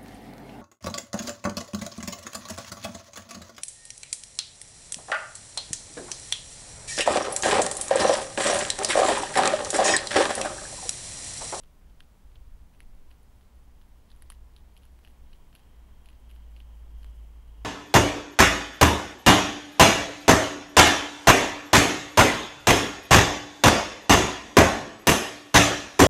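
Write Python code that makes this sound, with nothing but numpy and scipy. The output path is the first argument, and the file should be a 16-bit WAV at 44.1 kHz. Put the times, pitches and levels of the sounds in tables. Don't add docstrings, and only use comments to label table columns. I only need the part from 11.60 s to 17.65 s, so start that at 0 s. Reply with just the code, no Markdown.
import sys
import numpy as np
from scipy import signal
from scipy.fft import rfft, irfft, next_fast_len
from scipy.io import wavfile
from scipy.ndimage import map_coordinates

SR = 44100
rng = np.random.default_rng(int(sys.argv[2]) if len(sys.argv) > 2 else 0)


def to_linear_factor(level_db):
    exponent = np.asarray(level_db, float) / 20
    return 10 ** exponent


def int16_out(signal):
    q = np.round(np.clip(np.atleast_2d(signal).T, -1, 1) * 32767)
    wavfile.write(sys.argv[1], SR, q.astype(np.int16))


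N = 266756

# start in seconds, then crunch, jaw thud, chink and
# treble snap levels in dB.
HARD_CRACKS = [(0.0358, -53, -56.5, -74, -61), (0.4051, -42, -43.5, -56, -57.5),
               (0.7571, -51, -59, -62, -72), (1.2044, -48.5, -41.5, -52, -52), (1.5133, -53, -58, -57, -70),
               (2.503, -56, -62, -59, -70), (2.5162, -64, -57, -49.5, -67),
               (2.6224, -58, -46.5, -54, -46.5), (2.7017, -43, -41.5, -47, -39),
               (2.7208, -51, -44, -66, -49), (2.9643, -51, -61, -47, -63), (3.1667, -50, -70, -54.5, -63),
               (3.176, -54.5, -66, -61, -56.5), (3.449, -46, -53, -60, -61),
               (3.475, -50.5, -51.5, -59, -62), (3.7308, -53.5, -65, -51.5, -68),
               (3.9519, -47.5, -55, -53, -50), (3.961, -53, -57, -54, -60), (4.4586, -52.5, -67, -56, -57),
               (4.488, -47.5, -60, -57, -60), (4.713, -51.5, -63, -73, -58), (4.9646, -49, -65, -56, -66),
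               (5.003, -47, -61, -69, -64), (5.431, -53, -56, -54, -62)]
# start in seconds, crunch level in dB, treble snap level in dB.
NIPS = [(0.2983, -65, -78), (0.4262, -62, -76), (1.1383, -64, -76), (1.1483, -60.5, -76), (1.23, -65, -64),
        (1.5068, -62, -65), (1.8107, -60.5, -70), (2.215, -57.5, -76), (2.5053, -64, -72),
        (2.5627, -65, -62), (2.9783, -61, -79), (2.9851, -61, -78), (3.2241, -64, -70),
        (3.2336, -55.5, -66), (3.2532, -58.5, -58.5), (3.2626, -66, -69), (3.4399, -65, -76),
        (3.465, -57, -74), (3.508, -62, -73), (3.7501, -63, -74), (3.929, -54.5, -71), (3.9552, -53, -65),
        (3.994, -59, -65), (4.503, -56, -66), (4.53, -58, -72), (4.6968, -57, -68), (4.703, -57, -65),
        (4.762, -57, -65), (4.9718, -58, -69), (5.465, -61, -70)]
# start in seconds, level in dB.
LIP_CLICKS = [(1.2991, -71), (1.349, -67), (1.631, -62.5), (1.7603, -69), (1.8022, -73), (1.9545, -70),
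              (1.9893, -72), (2.0403, -69), (2.5057, -70), (2.288, -70), (3.734, -67), (2.7068, -62),
              (2.7113, -60), (2.7094, -60), (2.7298, -64), (2.7425, -67), (2.967, -65), (3.1424, -69),
              (3.321, -68), (3.4854, -66), (3.5035, -64), (3.8842, -68), (3.9683, -64), (4.4988, -67),
              (4.5999, -66), (4.6924, -68), (4.7543, -63), (4.9979, -64), (5.197, -69), (5.4515, -70)]
# time in seconds, jaw cavity, crunch and treble snap pitches in Hz.
MOUTH = [(0, 1450, 3320, 10600), (.4, 1800, 3000, 10600), (.76, 1650, 3300, 10600),
         (1.2, 2070, 2550, 10800), (1.5, 1950, 2916, 10900), (2.51, 1830, 3450, 10250),
         (2.63, 1950, 2700, 10640), (2.702, 1140, 3156, 9900), (2.72, 1840, 2670, 11090),
         (2.74, 1600, 3200, 9450), (2.96, 1600, 3237, 10650), (3.46, 1870, 2747, 11330),
         (3.96, 1670, 2888, 10850), (4.47, 2000, 2806, 10400), (4.7, 1692, 2850, 11230),
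         (6.05, 1450, 2880, 10600)]
# frequency in Hz, level in dB, time to decay by 60 dB in seconds.
DISH_MODES = [
    (2870, 1, 0.023),
    (3130, 2.5, 0.018),
    (4050, 2, 0.006),
    (1600, -25, 0.014),
]
# start in seconds, ring level in dB.
DISH_KNOCKS = [
    (1.5053, -69),
    (3.7312, -53.5),
    (3.9545, -58),
    (4.6971, -67),
]
# delay in seconds, level in dB.
ECHOES = [
    (.0033, -16),
    (.0056, -20),
    (.0085, -37),
    (.012, -37),
]
# start in seconds, level in dB.
STEM_TICKS = [
    (5.557, -62),
    (5.6, -63),
]
# time in seconds, level in dB.
GRASS_STIR = [
    (0, -93),
    (5.38, -83.5),
    (5.45, -75),
    (5.5, -83),
    (5.57, -79),
    (5.66, -81.5),
    (5.85, -84),
    (6.05, -86),
]
# frequency in Hz, level in dB per Hz.
GRASS_COLOUR = [(3500, -26), (5000, -4), (9000, -3.5), (14500, -3), (15750, -23)]
# time in seconds, firing frequency in Hz, level in dB.
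ENGINE = [(0.0, 58.1, -67), (0.25, 63.35, -67), (0.9, 60.1, -58.5), (1.25, 56.97, -64), (1.65, 58.37, -59),
          (1.88, 59.82, -59), (2.09, 59.83, -54.5), (2.5, 56.7, -63.5), (2.65, 58.66, -51),
          (3.0, 59.8, -53.5), (3.65, 59.5, -56.5), (3.92, 56, -64), (4.2, 57.55, -50), (4.42, 57.2, -54.5),
          (4.6, 57.2, -48.5), (5.61, 54.4, -41.5), (5.86, 54.92, -47), (6.05, 52.8, -41.5)]
# time in seconds, gain in dB.
APPROACH = [
    (0, -16),
    (1.45, -9.5),
    (2.54, -9.5),
    (2.9, -8.5),
    (4.13, 0),
    (6.05, 2.5),
]
# frequency in Hz, level in dB per Hz.
TYRE_COLOUR = [(130, -44), (250, -0.5), (500, -5), (700, -5), (1000, -1.5), (1300, -13), (2000, -10),
               (4000, -20.5)]
# frequency in Hz, level in dB per Hz.
WHINE_COLOUR = [(2400, -29.5), (2900, -6), (3050, -10), (3220, -2.5), (3380, -20), (3800, -42)]
# frequency in Hz, level in dB per Hz.
RUMBLE_COLOUR = [(7.1, -14.5), (12, 5), (24, 1), (65, -7.5), (86, -19.5), (108, -17), (140, -26),
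                 (180, -46), (310, -120)]
# frequency in Hz, level in dB per Hz.
TOWN_COLOUR = [(41, -35.5), (70, -3), (86, -13), (123, -15), (148, -13), (232, -15.5), (350, -23.5),
               (391, -23), (689, -26.5), (1420, -31.5), (1710, -34.5), (2190, -36.5), (15700, -43.5)]
# frequency in Hz, level in dB.
CIRCUIT_TONES = [(13631, -94), (15625, -94.5), (15676, -100)]
# start in seconds, height in full-scale units.
GLITCHES = [
    (3.39032, -.004),
    (5.44529, .0098),
]

PITCH_SCATTER, SNAP_SCATTER = .04, .025
PHASE_SCATTER = .04
CHINK_HZ = 4010
NIP_THUD_DB, NIP_CHINK_DB = -2, -7
SECOND_S, SECOND_DB, SECOND_THUD_DB, SECOND_SNAP_DB = .0032, -21.5, -39, -30
RING_DB, RING_GROWS, MID_CRUNCH_DB = -75, 1, -65
WHINE_DB, TYRE_DB, TYRE_GROWS = -77, -68.5, .33
RUMBLE_DB, TOWN_DB = -57, -61
TOP_HZ = 15780
ABOVE_DB = -8


def unit(x):
    return x / np.sqrt(np.mean(x ** 2) + 1e-20)


def curves(rows):
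    s, *cols = np.transpose(rows)
    return [np.interp(np.arange(N) / SR, s, c) for c in cols]


def wobble(rate):
    knots = rng.standard_normal(int(N * rate / SR) + 4)
    return map_coordinates(knots, [np.arange(N) * rate / SR])


def rush(spectrum):
    m = next_fast_len(N + SR // 2)
    hz = np.fft.rfftfreq(m, 1 / SR)
    f, db = np.transpose(spectrum)
    level_db = np.interp(np.log(hz + 1), np.log(f + 1), db, -120, -120)
    colour = to_linear_factor(level_db) * (hz < TOP_HZ)
    return unit(irfft(rfft(rng.standard_normal(m)) * colour, m)[:N])


def bursts(s, db, hz, rise, rough, size):
    t = np.arange(size) / SR
    u = t / rise[:, None]
    envelope = u * np.exp(1 - u)
    drift = rough * np.cumsum(rng.standard_normal((len(s), size)), axis=1)
    wave = to_linear_factor(db)[:, None] * envelope * np.sin(2 * np.pi * hz[:, None] * t + drift)
    at = np.round(s * SR).astype(int)[:, None] + np.arange(size)
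    return np.bincount(at.ravel(), wave.ravel(), N + SR)[:N]


def fractures():
    hard = np.transpose(HARD_CRACKS)
    change = [[SECOND_S], [SECOND_DB], [SECOND_THUD_DB], [SECOND_DB], [SECOND_SNAP_DB]]
    second = hard + np.array(change)
    s, db, snap_db = np.transpose(NIPS)
    nips = [s, db, db + NIP_THUD_DB, db + NIP_CHINK_DB, snap_db]
    return np.hstack([hard, second, nips])


def snaps():
    s, *_, db = fractures()
    return np.hstack([[s, db], np.transpose(LIP_CLICKS)])


def cracks():
    at, jaw, middle, treble = np.transpose(MOUTH)
    s, crunch_db, thud_db, chink_db, _ = fractures()
    vary = np.exp(PITCH_SCATTER * rng.uniform(-1, 1, (len(s), 3))).T
    pitches = [np.interp(s, at, jaw), np.interp(s, at, middle), np.full(len(s), CHINK_HZ)]
    thud_hz, crunch_hz, chink_hz = vary * pitches
    thud = bursts(s, thud_db + 0.44, thud_hz, 0.7 / thud_hz, PHASE_SCATTER, size=300)
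    crunch = bursts(s, crunch_db + 3.5, crunch_hz, 0.89 / crunch_hz, PHASE_SCATTER, size=200)
    chink = bursts(s, chink_db + 1.0, chink_hz, 1.27 / chink_hz, PHASE_SCATTER, size=140)
    s, snap_db = snaps()
    snap_hz = np.interp(s, at, treble) * np.exp(SNAP_SCATTER * rng.uniform(-1, 1, len(s)))
    snap = bursts(s, snap_db + 4.5, snap_hz, 3 / snap_hz, 2 * PHASE_SCATTER, size=160)
    front = bursts(s, snap_db - 3, .99 * snap_hz, 1.05 / snap_hz, PHASE_SCATTER, size=50)
    sizzle = bursts(s, snap_db - 27.5, .97 * snap_hz, 22 / snap_hz, 4 * PHASE_SCATTER, size=700)
    crumble = bursts(s, snap_db - 17, 0.41 * snap_hz, 30 / snap_hz, 12 * PHASE_SCATTER, size=1200)
    return thud + crunch + chink + snap + front + sizzle + crumble


def crumbs(parents_s, parents_db, hz, spread, base_db, cycles, count):
    s, db = np.repeat(parents_s, count), np.repeat(parents_db, count)
    luck = rng.random((len(s), 4))
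    side = np.where(luck[:, 1] < .2, -1, 1)
    gap = -.014 * np.log(luck[:, 0]) * side
    when = np.clip(s + gap + .002 * np.sign(gap), 0, N / SR)
    pitch_hz = hz * np.exp(spread * (luck[:, 3] - .5))
    size_db = base_db + 0.32 * (db + 65) + 6 * luck[:, 2]
    return bursts(when, size_db, pitch_hz, cycles / pitch_hz, rough=0.099, size=160)


def dish():
    out, t = np.zeros(N + SR), np.arange(SR // 20) / SR
    when, crunch_db, *_ = fractures()
    rings_db = RING_DB + RING_GROWS * (crunch_db - MID_CRUNCH_DB)
    onset = 1 - np.exp(-t / 0.00031)
    for s, ring_db in [*zip(when, rings_db), *DISH_KNOCKS]:
        ring = np.zeros(len(t))
        for hz, db, t60 in DISH_MODES:
            decay = to_linear_factor(db + 4.2 * rng.uniform(-2.4, 1) - 60 * t / t60)
            ring += decay * np.sin(2 * np.pi * hz * rng.normal(1, 0.028) * t)
        start = round((s + .0028) * SR)
        out[start:][:len(t)] += to_linear_factor(ring_db - 4.5) * ring * onset
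    return out[:N]


def garden(x):
    t = np.arange(SR // 12) / SR
    answer = to_linear_factor(-57 - 60 * t / 0.19) * rng.standard_normal(len(t)) * (t > .002)
    for s, db in ECHOES:
        smear = np.exp(-((t - s) / 0.000081) ** 2)
        answer += to_linear_factor(db - 7.0) * rng.standard_normal(len(t)) * smear
    return signal.fftconvolve(x, answer)[:N]


def grass():
    s, db = np.transpose(STEM_TICKS)
    ticks = bursts(s, db, np.full(len(s), 7000.), np.full(len(s), .00004), rough=.7, size=30)
    stir_db, = curves(GRASS_STIR)
    return ticks + to_linear_factor(stir_db + 3.9 * wobble(60)) * rush(GRASS_COLOUR)


def vehicle():
    hz, drone_db = curves(ENGINE)
    near_db, = curves(APPROACH)
    tyre_db, whine_db = TYRE_DB + TYRE_GROWS * near_db, WHINE_DB + near_db
    drone_level = np.sqrt(2) * to_linear_factor(drone_db + 0.92 * wobble(5.7) + 1.8 * wobble(22))
    phase = 2 * np.pi * np.cumsum(hz) / SR + 0.27 * wobble(8.2)
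    drone = drone_level * np.sin(phase)
    tyres = to_linear_factor(tyre_db - 1.5 + 0.39 * wobble(3.6)) * rush(TYRE_COLOUR)
    whine = to_linear_factor(whine_db - 2 + 1.2 * wobble(11)) * rush(WHINE_COLOUR)
    return drone + tyres + whine


def night():
    t = np.arange(N) / SR
    rumble = to_linear_factor(RUMBLE_DB + 6.0 + 1.6 * wobble(5.3) + 1.1 * wobble(1.5)) * rush(RUMBLE_COLOUR)
    town = to_linear_factor(TOWN_DB - 1.5 + 0.32 * wobble(2.8)) * rush(TOWN_COLOUR)
    tones = np.zeros(N)
    for hz, db in CIRCUIT_TONES:
        level = np.sqrt(2) * to_linear_factor(db + 1.5 * wobble(9))
        tones += level * np.sin(2 * np.pi * hz * t + 1.1 * wobble(14))
    return rumble + town + tones


def glitches():
    out = np.zeros(N)
    for s, height in GLITCHES:
        out[round(s * SR):][:8] = height
    return out


def scene():
    low, high = fractures(), snaps()
    chew = cracks()
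    chew = chew + crumbs(low[0], low[1], hz=3520, spread=.4, base_db=-68.5, cycles=0.52, count=5)
    chew = chew + crumbs(high[0], high[1], hz=10600, spread=0.21, base_db=-74.0, cycles=2.9, count=3)
    mix = chew + dish() + garden(chew) + grass() + vehicle() + night() + glitches()
    return mix[None]


def top_cut(x):
    return signal.sosfilt(signal.butter(12, 16460, fs=SR, output="sos"), x)


def record(dry):
    m = next_fast_len(N + SR // 10)
    hz = np.fft.rfftfreq(m, 1 / SR)
    gain = np.where(hz > TOP_HZ, to_linear_factor(ABOVE_DB) * (hz < 1.04 * TOP_HZ), 1)
    limited = irfft(rfft(dry, m) * gain, m)[:, :N]
    return top_cut(limited)


dry = scene()
out = record(dry)
int16_out(out)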